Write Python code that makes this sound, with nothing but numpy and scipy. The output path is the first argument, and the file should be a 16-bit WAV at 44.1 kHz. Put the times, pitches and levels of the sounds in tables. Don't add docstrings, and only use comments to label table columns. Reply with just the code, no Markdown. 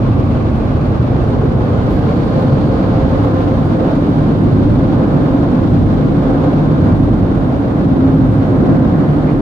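import sys
import numpy as np
from scipy import signal
from scipy.fft import rfft, irfft
from scipy.io import wavfile
from scipy.ndimage import uniform_filter1d, minimum_filter1d

SR = 44100
rng = np.random.default_rng(int(sys.argv[2]) if len(sys.argv) > 2 else 0)


def bounce(signal):
    frames = np.transpose(np.atleast_2d(signal))
    limited = np.clip(frames, -1, 1)
    pcm = np.round(limited * 32767).astype(np.int16)
    wavfile.write(sys.argv[1], SR, pcm)


N = 414981
TIME = np.arange(N) / SR
HZ = np.fft.rfftfreq(N, 1 / SR)

# f/Hz, relative density/dB per Hz
HISS_SPECTRUM = [(1200, -19.5), (2000, 0.5), (2400, -2), (3000, -2), (3600, -1.5), (4500, -6.5),
                 (5300, -12.5), (6200, -16.5), (6900, -19), (7500, -27.5), (10000, -43), (16000, -58.5)]

LEAVE_S, LEAVE_LENGTH_S = 3.93, 0.8
ROAR_ON_DB = -21.5


def gain_of(db):
    return 10 ** (np.asarray(db) / 20)


def evened(x):
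    return x / np.sqrt(np.mean(x ** 2) + 1e-20)


def read(points):
    f, value = np.transpose(points)
    return np.interp(np.log(HZ + 1), np.log(f + 1), value)


def ramp(middle_s, length_s):
    return np.clip((TIME - middle_s) / length_s + 0.5, 0, 1)


def gust(middle_s, length_s, steepness=3):
    distance = abs(2 * (TIME - middle_s) / length_s)
    return np.exp(-np.minimum(distance, 4) ** steepness)


def bursts(rows):
    envelope = np.zeros(N)
    for start_s, db, length_s in rows:
        u = np.clip((TIME - start_s) / (length_s / 3), 0, 20)
        envelope += gain_of(db) * u * np.exp(1 - u)
    return envelope


def wander(rate_hz, points=4096):
    hz = np.fft.rfftfreq(points, TIME[-1] / points)
    lowpass = np.exp(-0.5 * (hz / rate_hz) ** 2)
    slow = irfft(rfft(rng.standard_normal(points)) * lowpass)
    return np.interp(TIME, np.linspace(0, TIME[-1], points), evened(slow))


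def at_ports(shape, drive=None):
    # f/Hz, signed left-right correlation
    likeness = [(30, .98), (60, .93), (150, .94), (290, .86), (640, .52), (1000, .22), (1300, -.15),
                (1850, -.33), (2300, .22), (2900, .17), (3300, -.12), (3600, -.5), (3950, -.38),
                (4400, -.05), (7000, .03)]
    # f/Hz, left minus right level/dB
    balance = [(60, -1), (150, -1), (1100, -0.8), (1600, -3.5), (2350, 1.5), (3000, -.5), (4700, -1),
               (5800, 2.5), (6600, 2.5), (8000, -0.3), (9000, 8), (10300, 5.5), (13000, 3), (15500, 3)]
    a, b = rfft(rng.standard_normal((2, N)) if drive is None else drive)
    like = np.clip(read(likeness), -1, 1)
    lean = gain_of(read(balance) / 2)
    mid = a * np.sqrt(1 + like)
    side = b * np.sqrt(1 - like)
    pair = irfft(np.array([(mid + side) * lean, (mid - side) / lean]) * shape, N)
    return pair / np.std(pair.mean(0))


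def cabin(split_hz=133, low_cut_hz=36, top_hz=385, buffet_db=0.9, drum_db=0, swing_s=1.94, swing_length_s=1.0):
    # f/Hz, half-power width/Hz, relative level/dB before the swing, relative level/dB after
    mode_table = [(46.5, 15, -3, -3), (80, 10, 0.5, -6), (104, 32, -3, 2.5), (125, 24, 3, -2),
                  (151, 25, -1.5, 3.5), (188, 36, -14, -1.5), (230, 78, -1.5, -7), (256, 46, 1, 2),
                  (286, 27, -8, 3), (353, 32, -4, -5)]
    # t/s, drumming level/dB
    drum_table = [(0.05, -16), (1.21, -17), (2.69, -14), (3.29, -15), (4.35, -12), (6.47, -12.5),
                  (6.65, -10.5), (7.61, -15.5), (8.13, -9), (8.44, -14), (8.65, -9.5), (9.35, -13)]
    # start t/s, length/s, f/Hz, level/dB relative to the other hums
    howl_table = [(0.347, 1, 80, -6), (2.35, 0.41, 130, 3), (2.6, 0.51, 188, -1.5), (3.198, 0.56, 103, 2),
                  (4.0, 0.38, 150, -0.5), (4.251, 0.91, 104, -1), (5.155, 0.31, 275.2, -4),
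                  (5.556, 0.47, 103, 1), (5.65, 0.51, 148, -3.5), (6.15, 0.47, 272.4, -4.5),
                  (6.45, 0.36, 151, 0), (6.798, 0.48, 104, -6), (7.8, 0.55, 264, 1), (8.05, 0.47, 152, 0.5),
                  (8.15, 0.47, 104, 0.5), (8.7, 0.8, 151, -3)]
    buffet = buffet_level()
    drum = np.interp(TIME, *np.transpose(drum_table))
    swing = ramp(swing_s, swing_length_s) * np.pi / 2
    hz, width, before, after = np.transpose(mode_table)
    modes = 1 / (1 + (2 * (HZ - hz[:, None]) / width[:, None]) ** 2)
    band = 1 / (1 + (low_cut_hz / (HZ + 1)) ** 16) / (1 + (HZ / top_hz) ** 10)
    deep = 1 / (1 + (HZ / split_hz) ** 12)
    out = np.zeros((2, N))
    for is_deep, part, level in ((True, deep, buffet + buffet_db), (False, 1 - deep, drum + drum_db)):
        first, second = (at_ports(np.sqrt(gain_of(db) ** 2 @ modes * band * part)) for db in (before, after))
        rumble = np.cos(swing) * first + np.sin(swing) * second
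        hums = howls([row for row in howl_table if (row[2] < split_hz) == is_deep])
        out += gain_of(level) * steadied(rumble + hums)
    return out


def buffet_level(unrest_db=1.0, unrest_hz=4):
    under_s, under_length_s = 3.62, 0.32
    ahead_db, under_db, sag_db_per_s = -14.5, -20, 0.73
    under = ramp(under_s, under_length_s)
    ahead = ahead_db - sag_db_per_s * TIME
    return (1 - under) * ahead + under * under_db + passes() + unrest_db * wander(unrest_hz)


def passes():
    # middle t/s, length/s, extra buffeting level/dB
    pass_table = [(4.618, .52, 6.5), (5.765, 0.29, 8.5), (7.005, 0.55, 6), (8.3, 0.54, 5.5), (9.43, .24, 5)]
    return sum(db * gust(s, length) for s, length, db in pass_table)


def howls(rows, drift_hz=3.52, drift_rate_hz=7, howl_db=-2, throb_db=0.6, throb_hz=20):
    out = np.zeros(N)
    drift = drift_hz * wander(drift_rate_hz)
    for start_s, length_s, hz, db in rows:
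        on = (TIME >= start_s) & (TIME < start_s + length_s)
        swell = np.sin(np.pi * (TIME[on] - start_s) / length_s)
        phase = 2 * np.pi * np.cumsum(hz + drift[on]) / SR
        out[on] += np.sqrt(2) * gain_of(db) * swell * np.sin(phase)
    return out * gain_of(howl_db + throb_db * wander(throb_hz))


def steadied(pair, size=5500):
    slow_power = uniform_filter1d(uniform_filter1d(pair.mean(0) ** 2, size), size // 2)
    return pair / np.sqrt(slow_power + 1e-9)


def jets(roar_db=0, hiss_db=-1.33, roar_flutter_db=0.68, hiss_flutter_db=1.0, flutter_hz=28, gust_db=0.34, gust_hz=4):
    # f/Hz, relative density/dB per Hz
    roar_spectrum = [(250, -9.5), (395, -2.5), (440, 0.5), (560, -1), (720, -3.5), (860, -7), (960, -10.5),
                     (1050, -9), (1230, -12), (1500, -15), (1850, -22.5), (2400, -31.5), (4000, -60.5)]
    eddies = wander(flutter_hz)
    gusts = gain_of(gust_db * wander(gust_hz))
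    roar_gain = gain_of(roar_level() + roar_db + roar_flutter_db * eddies)
    hiss_gain = gain_of(hiss_level() + hiss_db + hiss_flutter_db * eddies)
    roar = roar_gain * at_ports(gain_of(read(roar_spectrum)))
    hiss = hiss_gain * at_ports(gain_of(read(HISS_SPECTRUM)))
    return gusts * (roar + hiss)


def roar_level():
    reach_s, reach_length_s = 1.52, 2.1
    ahead_db, after_db = -24.5, -23
    duck = 0.11
    build = (ROAR_ON_DB - ahead_db) * ramp(reach_s, reach_length_s)
    ease = (after_db - ROAR_ON_DB) * ramp(LEAVE_S, LEAVE_LENGTH_S)
    return ahead_db + build + ease - duck * passes() + flares()


def hiss_level():
    face_s, face_length_s = 1.8, 0.35
    behind_s, behind_length_s = 6.75, 0.5
    ahead_db, on_db, after_db, behind_db = -45.6, -43.5, -45.5, -47
    flare_share = 0.35
    rise = (on_db - ahead_db) * ramp(face_s, face_length_s)
    first_fall = (after_db - on_db) * ramp(LEAVE_S, LEAVE_LENGTH_S)
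    second_fall = (behind_db - after_db) * ramp(behind_s, behind_length_s)
    return ahead_db + rise + first_fall + second_fall + flare_share * flares()


def flares():
    # middle t/s, length/s, extra level/dB
    flare_table = [(3.203, .2, 0.9), (3.83, 0.22, 1.5), (5.07, 0.23, 2), (5.42, 0.54, 1.1), (6.38, 0.3, 2),
                   (6.838, 0.33, 1.5), (8.65, .5, 1.1)]
    return sum(db * gust(s, length) for s, length, db in flare_table)


def air_tones():
    # middle t/s, length/s, level/dB, f/Hz, half-width to 1/e amplitude/Hz
    tone_table = [(.3, 2.4, -51.5, 2470, 450), (.3, 2.1, -41.5, 1150, 90), (1.45, 0.57, -26.5, 430, 41),
                  (2.3, 1.7, -31, 464, 45), (2.5, 1.1, -54.5, 4300, 600), (5.399, 4.2, -27, 46, 11),
                  (5.5, 8.7, -60, 3700, 301), (8.9, 1.2, -47, 1650, 350), (9.297, .05, -43, 2150, 450)]
    out = np.zeros((2, N))
    for middle_s, length_s, db, hz, width_hz in tone_table:
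        band = np.exp(-((HZ - hz) / width_hz) ** 2)
        out += gain_of(db) * gust(middle_s, length_s) * at_ports(band)
    return out


def water(drops_per_s=1500, spread_db=3, clump_db=2, clump_hz=25, mist_db=-2.5, drops_db=-7, patter_db=-12, splash_db=-1):
    # f/Hz, relative density/dB per Hz
    spray_spectrum = [(3000, -16), (6000, -5.5), (7000, 3), (8100, 3.5), (9100, 2.5), (10000, 0.5),
                      (11500, 0.5), (13500, -3), (15700, -6.5)]
    # start t/s, relative peak level/dB, length/s
    splash_table = [(.55, -66.5, .03), (1.28, -68, .03), (2.24, -71, 0.041), (2.41, -66, .03),
                    (3.225, -66, .04), (3.645, -63, 0.027), (4.41, -67, 0.03), (4.71, -70, .025),
                    (8.3, -69, .08), (9.12, -67, .025)]
    base_db, spray_per_hiss_db = -64, 0.4
    dry_glass_db, wet_s, wet_length_s = -1.5, 1.7, 0.4
    hiss = hiss_level()
    dryness = 1 - ramp(wet_s, wet_length_s)
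    spray = base_db + spray_per_hiss_db * (hiss - hiss.mean()) + dry_glass_db * dryness
    size_db = spread_db * np.minimum(rng.exponential(1, (2, N)), 4)
    size = gain_of(size_db + clump_db * wander(clump_hz))
    struck = rng.random((2, N)) < drops_per_s / SR
    drops = size * rng.choice([-1, 1], (2, N)) * struck
    colour = gain_of(read(spray_spectrum))
    mist_gain = gain_of(spray + mist_db) + gain_of(splash_db) * bursts(splash_table)
    mist = mist_gain * at_ports(colour)
    ticks = gain_of(spray + drops_db) * at_ports(colour, drops)
    patter = gain_of(hiss + patter_db) * at_ports(gain_of(read(HISS_SPECTRUM)), drops)
    return mist + ticks + patter


def windows(pair, count=12, echo_db=-16):
    taps = np.zeros((2, SR // 40))
    at = rng.integers(SR // 400, taps.shape[1], (2, count))
    echoes = gain_of(echo_db) * rng.choice([-1, 1], at.shape) / np.sqrt(count)
    np.put_along_axis(taps, at, echoes, 1)
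    taps[:, 0] = 1
    return signal.oaconvolve(pair, taps / np.linalg.norm(taps[0]), axes=1)[:, :N]


def fans(whine_db=1.5, drift_hz=3.2, drift_rate_hz=7, ragged=0.5, ragged_hz=10, port_turn_rad=0.76, fade_db=1.45, fade_hz=4):
    # blade-passing f/Hz, relative level/dB, relative level/dB of the octave
    fan_table = [(521.8, 2.5, -11), (518, -13, -15)]
    base_db, whine_per_roar_db = -30.5, 3.5
    level = base_db + whine_per_roar_db * (roar_level() - ROAR_ON_DB) + fade_db * wander(fade_hz)
    out = np.zeros((2, N))
    for hz, db, octave_db in fan_table:
        turning = 2 * np.pi * np.cumsum(hz + drift_hz * wander(drift_rate_hz)) / SR
        phase = turning + np.array([[0], [port_turn_rad]])
        for multiple, partial_db in ((1, db), (2, octave_db)):
            direct = 1 + ragged * wander(ragged_hz)
            scattered = ragged * wander(ragged_hz)
            tone = direct * np.sin(multiple * phase) + scattered * np.cos(multiple * phase)
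            out += gain_of(partial_db) * tone
    return gain_of(level + whine_db) * out


def rustle(left_db=1.0):
    # start t/s, peak level/dB, length/s
    scuff_table = [(1.903, -58, .04), (1.955, -65, .03), (1.99, -65, .022)]
    # f/Hz, relative density/dB per Hz
    scuff_spectrum = [(8000, -30), (10200, -13.5), (10900, 0), (11600, -4), (12300, 3), (13000, -10),
                      (15500, -20)]
    scuffs = bursts(scuff_table) * at_ports(gain_of(read(scuff_spectrum)))
    return scuffs * gain_of([[left_db], [-left_db]])


def scene():
    return cabin() + windows(jets() + air_tones() + water()) + fans() + rustle()


def record(dry):
    ceiling, size, edge_hz = 0.96, 200, 15760
    room = np.minimum(1, ceiling / (abs(dry).max(0) + 1e-9))
    lowest = minimum_filter1d(room, 2 * size)
    gain = uniform_filter1d(uniform_filter1d(lowest, size), size)
    gain = gain * signal.windows.tukey(N, size / N)
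    lowpass = signal.firwin(511, edge_hz, window=("kaiser", 9), fs=SR)
    return signal.oaconvolve(dry * gain, lowpass[None], "same")


dry = scene()
out = record(dry)
bounce(out)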